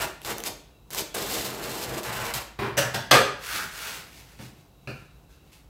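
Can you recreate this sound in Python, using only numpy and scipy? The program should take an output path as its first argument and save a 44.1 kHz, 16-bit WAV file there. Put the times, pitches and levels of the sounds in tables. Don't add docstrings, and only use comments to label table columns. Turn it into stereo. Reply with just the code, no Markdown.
import sys
import numpy as np
from scipy import signal
from scipy.fft import rfft, irfft, next_fast_len
from scipy.io import wavfile
from scipy.ndimage import uniform_filter1d, map_coordinates

SR = 44100
rng = np.random.default_rng(int(sys.argv[2]) if len(sys.argv) > 2 else 0)


def elevation(decibels):
    levels = np.asarray(decibels, float)
    return 10 ** (levels / 20)


def wrap_up_sound(samples):
    columns = np.atleast_2d(samples).T
    tamed = np.clip(columns, -1, 1)
    steps = np.round(tamed * 32767).astype(np.int16)
    wavfile.write(sys.argv[1], SR, steps)


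N = 250929

# f/Hz, width/Hz, level/dB
DRONE = [(53.3, 20, 0)]
# start t/s, closed t/s, tearing/dB, rasp over tearing/dB, drumming over tearing/dB
SNIPS = [
    (-.06, 0.032, -29.5, 6, -6.5),
    (0.212, .235, -50.5, -3, -2),
    (0.247, 0.307, -32, 3, -4),
    (.362, 0.386, -44.5, 3, 6),
    (0.439, 0.466, -29.5, -2.5, -5.5),
    (0.909, 0.992, -29, -3, -9.5),
]


def unit(x):
    return x / np.sqrt(np.mean(x ** 2) + 1e-20)


def along(points, hz):
    f, v = np.transpose(points)
    return np.interp(np.log(hz + 1), np.log(f + 1), v)


def wobble(rate):
    knots = rng.standard_normal(int(N * rate / SR) + 4)
    return map_coordinates(knots, [np.arange(N) * rate / SR])


def arch(top, rise, fall):
    u = np.arange(N) / SR - top
    return elevation(-20 * (u / np.where(u < 0, rise, fall)) ** 2)


def filtered(x, response):
    m = next_fast_len(x.shape[-1] + 8192)
    spectrum = rfft(x, m) * response(np.fft.rfftfreq(m, 1 / SR))
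    return irfft(spectrum, m)[..., :x.shape[-1]]


def colour(points):
    def response(hz):
        cepstrum = irfft(np.log(elevation(np.maximum(along(points, hz), -70))))
        half = len(cepstrum) // 2
        cepstrum[1:half] *= 2
        cepstrum[half + 1:] = 0
        return np.exp(rfft(cepstrum))
    return response


def resonances(peaks):
    def response(f):
        total = 0
        for k, (centre, width, db) in enumerate(peaks):
            damping = 1j * f * width
            total = total + (-1) ** k * elevation(db) * damping / (centre * centre - f * f + damping)
        return total
    return response


def diffuse(pair):
    # f/Hz, left-right likeness (-1 to 1)
    likeness = [(60, 0.97), (180, 0.96), (370, .88), (700, 0.5), (1650, -0.25), (4970, -0.25),
                (15000, -0.55)]

    def mid_side(hz):
        turn = np.arccos(np.clip(along(likeness, hz), -1, 1)) / 2
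        return np.array([np.cos(turn), np.sin(turn)])
    mid, side = filtered(pair, mid_side)
    return np.array([mid + side, mid - side])


def snaps(per_second, spread_db, smooth):
    when, how_rare, sign = rng.random((3, N))
    rank = np.minimum(-np.log(how_rare + 1e-9), 3.5)
    clicks = (when < per_second / SR) * elevation(spread_db * rank) * np.sign(sign - .5)
    return unit(clicks) + smooth * rng.standard_normal(N)


def room(x, wet_db):
    # f/Hz, t60/s
    decay = [(100, .6), (500, 0.47), (2000, 0.53), (6000, 0.44), (14000, 0.3)]
    tail_s, build_s, port_lag_s = .8, .00085, .7e-5
    hz, t, z = signal.stft(rng.standard_normal((2, int(tail_s * SR))), SR, nperseg=256)
    fading = z * elevation(-60 * t / along(decay, hz)[:, None])
    tail = diffuse(signal.istft(fading, SR, nperseg=256)[1])
    tail *= 1 - np.exp(-np.arange(tail.shape[1]) / SR / build_s)
    wet = signal.fftconvolve(x[None], tail / np.linalg.norm(tail[0]), axes=1)[:, :N]
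    side = np.array([[-1], [1]])
    direct = filtered(np.array([x, x]), lambda hz: np.exp(2j * np.pi * hz * side * port_lag_s))
    return direct * elevation([[.5], [-.5]]) + elevation(wet_db) * wet


def hum():
    # f/Hz, level/dB
    hum_spectrum = [(44, -40), (75, -13), (144, -5.5), (225, -17.5), (295, -15), (578, -22), (740, -20.5),
                    (791, -22), (1480, -27), (1660, -34.5), (3890, -34), (9130, -36), (16000, -33.5)]
    # f/Hz, width/Hz, level/dB
    whine = [(2700, 90, -52), (3900, 70, -51)]
    hum_db, drone_db = -55.3, -54.5
    drift_db = .8 * wobble(3) + .8 * wobble(12)
    flicker_db = 3 * wobble(9)
    noise = filtered(rng.standard_normal((2, N)), lambda hz: elevation(along(hum_spectrum, hz)))
    bands = filtered(rng.standard_normal((2, N)), resonances(whine))
    drone = filtered(rng.standard_normal((2, N)), lambda hz: resonances(DRONE)(hz) ** 2)
    out = elevation(hum_db + drift_db) * unit(diffuse(noise))
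    out += elevation(flicker_db) * bands
    return out + elevation(drone_db) * unit(diffuse(drone))


def cutting():
    # f/Hz, level/dB
    thread_spectrum = [(1180, -27), (2000, -7), (2300, -8.5), (2640, -4), (4080, -2), (5780, -5.5),
                       (8120, -4), (9090, -8), (11700, -6), (15200, -6.5), (16000, -19)]
    # f/Hz, level/dB
    rasp_spectrum = [(260, -33), (450, -6.5), (499, -5), (1190, -3), (1280, -4.5), (1680, -4), (3000, -11),
                     (3900, -33.5), (6600, -120)]
    # f/Hz, level/dB
    drum_spectrum = [(82, -34), (140, -10.5), (205, -1.5), (242, -6), (403, -0.5), (470, -3.5), (505, -4.5),
                     (800, -7), (1040, -24.5), (1760, -120)]
    tear, rasp, drum, slab = snips() + glides()
    threads = unit(filtered(snaps(2500, spread_db=4.0, smooth=0.87), colour(thread_spectrum)))
    weave = unit(filtered(snaps(1200, spread_db=2, smooth=1.0), colour(rasp_spectrum)))
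    table = unit(filtered(snaps(700, spread_db=2.5, smooth=1.2), colour(drum_spectrum)))
    near = elevation(-0.5 + 2.4 * wobble(60)) * tear * threads
    near += elevation(-6.0) * rasp * weave
    near += elevation(-4.5) * drum * table
    jerk_db = 1.0 * wobble(14)
    return room(elevation(jerk_db) * near + ticks() + blades(), wet_db=-1.0) + elevation(-0.5) * slab * boom()


def snips():
    slab_db = -14
    # dB under the top at the start, lag/s, time to fall 20 dB once closed/s
    laws = ((10.5, 0.00075, 0.031), (10, 0.002, 0.035), (5.8, 0.003, .05), (14, 0.024, 0.039))
    t, out = np.arange(N) / SR, np.zeros((4, N))
    for start, closed, db, rasp_db, drum_db in SNIPS:
        over_db = (0, rasp_db, drum_db, slab_db)
        for layer, (over, (under_db, lag, fall)) in enumerate(zip(over_db, laws)):
            top = closed + lag
            to_go = np.clip((top - t) / (top - start), 0, 1)
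            closing = (t >= start) * arch(top, np.inf, fall) * elevation(-under_db * to_go)
            out[layer] += elevation(db + over) * closing
    return out


def blades():
    ring_over = [-28, -30, -24, -30, -24, -12.5]
    steel_hz, t60_s = 3390, .45
    t, stir = np.arange(N) / SR, np.zeros(N)
    for (_, closed, db, *_), ring_db in zip(SNIPS, ring_over):
        fade_db = 60 * np.maximum(t - closed, 0) / t60_s
        stir += elevation(db + ring_db - fade_db) * arch(closed, .03, np.inf)
    tone = np.sin(2 * np.pi * steel_hz * t + .5 * wobble(30))
    return stir * elevation(1.5 * wobble(40)) * tone


def boom():
    # f/Hz, width/Hz, level/dB
    thud_modes = [(59, 23, -10.5), (124.7, 8.1, 5.5), (224.3, 27, -6.5)]
    return unit(diffuse(filtered(rng.standard_normal((2, N)), resonances(thud_modes))))


def slab_shake():
    deep = unit(diffuse(filtered(rng.standard_normal((2, N)), resonances(DRONE))))
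    push = uniform_filter1d((snips() + glides())[1], size=4000)
    return elevation(-15) * push * deep


def ticks():
    # t/s, peak/dB, f/Hz
    clicks = [(0.2174, -30, 2530), (0.2493, -24, 4400), (0.383, -20, 6010), (0.4034, -23, 3040),
              (0.4379, -18, 6370), (0.9052, -25, 3750), (0.9104, -28, 3990), (0.9328, -18, 3780),
              (0.9477, -16, 5900), (1.1478, -19, 8220), (2.0323, -28, 2720), (2.3391, -18, 8520),
              (2.3514, -20, 4490)]
    out, t = np.zeros(N), np.arange(400) / SR
    for s, db, hz in clicks:
        crackle = np.clip(rng.standard_normal(len(t)), -1, 1) + .45 * np.sin(2 * np.pi * hz * t)
        out[round(s * SR):][:len(t)] += elevation(db + 1 - 60 * t / .005) * crackle
    return out


def glides():
    # t/s, push/dB, bite (tearing over push)/dB
    pushes = [
        [(1.143, -32, -3.5), (1.163, -30.5, 0), (1.261, -36.5, 1), (1.325, -32.5, .4), (1.577, -39, -3.9),
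         (1.625, -36, -2), (1.825, -37, -1), (1.92, -33, -8.5), (2.014, -35, -1.5)],
        [(2.031, -43.5, -1.5), (2.057, -31, -7.5), (2.18, -30.5, -10), (2.253, -29.5, -8.5),
         (2.335, -28.5, -7.5)],
        [(2.338, -33.5, 5.5), (2.362, -27.5, -8.5), (2.422, -39, -7), (2.458, -55.5, -1.5), (2.52, -46.5, -14)],
    ]
    on_stone = [-1, -12, -14]
    t, out = np.arange(N) / SR, np.zeros((4, N))
    lurch = elevation(-11 + 2.5 * wobble(11))
    for rows, stone_db in zip(pushes, on_stone):
        s, push_db, bite_db = np.transpose(rows)
        active = (t >= s[0]) * np.clip((s[-1] - t) * 40, 0, 1)
        push = elevation(np.interp(t, s, push_db)) * active
        tear = elevation(np.interp(t, s, push_db + bite_db)) * active
        out += [tear, push, elevation(stone_db) * push, lurch * push]
    return out


def knocks():
    # t/s, peak/dB, treble/dB, rise/s, rattle length/s
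    blows = [
        (2.589, -27.5, -20.5, 0.00085, 0.096),
        (2.769, -12.5, -5, 0.012, 0.026),
        (2.943, -25, -6, .0006, 0.024),
        (3.1103, -8.5, -5, .0008, 0.054),
        (3.1149, -8.5, 1.5, .0003, 0.0028),
        (4.389, -38.5, -14, .003, 0.02),
        (4.873, -34.5, -20.5, 0.001, 0.033),
    ]
    # f/Hz, width/Hz, level/dB
    bodies = [
        [(400, 81, -1), (930, 120, -1), (1120, 85, -4), (1770, 220, -5.5), (2320, 260, -12.5)],
        [(610, 70, 1), (1060, 200, -8), (1450, 150, -6), (1780, 220, -.5), (2800, 500, -8), (3400, 600, -9),
         (5900, 600, -12)],
        [(700, 300, -4), (1100, 200, -5), (1610, 150, 0), (2030, 250, -5), (2700, 600, -10), (3370, 200, -2),
         (4600, 1800, -14)],
        [(390, 78, -3), (529.5, 94, -2.5), (794, 110, -11), (1207, 92, 0), (1657, 270, -7.5), (2540, 390, -8),
         (3100, 600, -18.5)],
        [(3840, 660, 6), (7700, 5700, -1.5)],
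        [(208, 73, 0), (330, 110, 1.5), (503, 170, -4.5)],
        [(407, 170, 2), (653, 148, 1.5), (1330, 190, -3), (1780, 170, -3.5), (2420, 220, -4), (2950, 350, -7),
         (4200, 500, -13)],
    ]
    # f/Hz, level/dB
    blow_spectrum = [(120, -38), (250, -8), (500, 1), (1500, -3.5), (3000, -2), (5000, -6.5), (8000, -30.5)]
    # f/Hz, level/dB
    crack_spectrum = [(1760, -32), (3000, -2.5), (5220, -5.5), (7350, -11.5), (7940, -8), (9400, -15),
                      (12200, -12.5), (16000, -22)]
    thud_db, thud_grows = -17, .4
    thud_needs_s = .012
    out, t = np.zeros((2, N)), np.arange(N) / SR
    contacts, low = snaps(1500, spread_db=3.5, smooth=0.67), boom()
    for (s, db, treble_db, rise, length), peaks in zip(blows, bodies):
        u = np.maximum(t - s, 0)
        swell = (1 - np.exp(-u / rise)) * elevation(db - 7.5)
        first = 2.05 * np.exp(-u / 0.0028)
        rattle = swell * (np.exp(-(u / length) ** 4) + first) * contacts

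        def struck(shape):
            return filtered(rattle, shape) / np.std(filtered(contacts, shape))
        ring = struck(resonances(peaks))
        broad = struck(colour(blow_spectrum))
        crack = struck(colour(crack_spectrum))
        out += room(ring + 0.55 * broad + elevation(treble_db) * crack, wet_db=5)
        low_db = thud_db + (thud_grows - 1) * db + 20 * np.log10(min(length / thud_needs_s, 1))
        out += swell * elevation(low_db - 60 * np.maximum(u - length, 0) / 0.5) * low
    return out


def cloth():
    # f/Hz, level/dB
    swish_spectrum = [(180, -42), (300, -15.5), (885, -10), (1360, -13.5), (1640, -13), (1780, -7.5),
                      (2480, -6.5), (4020, -9), (9390, -13.5), (12100, -13.5), (16000, -16.5)]
    # f/Hz, width/Hz, level/dB
    pocket_modes = [(1150, 300, -7), (1500, 260, 0), (2000, 400, -10)]
    swish, fold = sweeps() + skids()
    hiss = unit(filtered(snaps(4000, spread_db=4.5, smooth=0.65), colour(swish_spectrum)))
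    pocket = unit(filtered(snaps(840, spread_db=3.5, smooth=0.92), resonances(pocket_modes)))
    flutter_db = 1.1 * wobble(25)
    out = elevation(-2.5 + flutter_db) * swish * hiss
    return out + elevation(-9.5 + 0.82 * wobble(30)) * fold * pocket


def skids():
    # t/s, swish/dB, fold over swish/dB, fall/dB per s
    slides = [
        (2.595, -41.5, -3.5, 169.5),
        (2.78, -22, 2.5, 235.5),
        (2.942, -34.5, 7, 329),
        (4.9, -54.5, 1, 96),
    ]
    rise_s, fold_falls = 0.0071, 0.58
    t, out = np.arange(N) / SR, np.zeros((2, N))
    for s, db, fold_db, fall in slides:
        fade_db = np.outer([fall, fold_falls * fall], np.maximum(t - s, 0))
        out += elevation(np.array([[db], [db + fold_db]]) - fade_db) * arch(s, rise_s, np.inf)
    return out


def sweeps():
    strokes = [(2.665, .08, .085), (3.49, .095, .13), (3.585, .1, .14), (3.8, .1, .19), (3.9, .12, .2),
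               (4.18, .11, .06), (4.3, .12, .1), (4.435, .06, .08), (4.59, .1, .07), (4.9, .3, .5),
               (5.305, .025, .14), (5.476, .06, .08), (5.527, .012, .12)]
    # swish/dB, fold over swish/dB
    pressure = [(-52, 22), (-33, -1), (-34, 7), (-36.5, -0.7), (-40, -2), (-48, -14), (-52.5, -3),
                (-46.5, -5), (-60, -8), (-68, -15), (-61, -2.5), (-63.5, -13.5), (-55, -16)]
    out = np.zeros((2, N))
    for shape, (db, fold_db) in zip(strokes, pressure):
        out += np.outer(elevation([db, db + fold_db]), arch(*shape))
    return out


def air_push():
    lag_s, grows = 0.066, 2.2
    air = unit(diffuse(filtered(rng.standard_normal((2, N)), resonances([(152, 137, 0)]))))
    swing = np.roll(sweeps()[0], round(lag_s * SR))
    return elevation(-45.5) * (swing / swing.max()) ** grows * air


def scene():
    scissors = cutting() + slab_shake() + knocks()
    satin = room(cloth(), wet_db=0.0) + air_push()
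    return (hum() + scissors + satin) * elevation([[.4], [-.4]])


def low_pass(x):
    return signal.sosfilt(signal.butter(12, 15830, fs=SR, output="sos"), x)


def record(dry):
    x = filtered(dry, lambda hz: (1j * hz / (30 + 1j * hz)) ** 2)
    x = filtered(x, lambda hz: elevation(-3.5 * np.exp(-((hz - 9300) / 600) ** 2)))
    x = x / (1 + np.abs(x / 1.1) ** 8) ** (1 / 8)
    x = filtered(x, lambda hz: elevation(-30 * np.clip((hz - 15800) / 250, 0, 1)))
    return low_pass(x)


dry = scene()
out = record(dry)
wrap_up_sound(out)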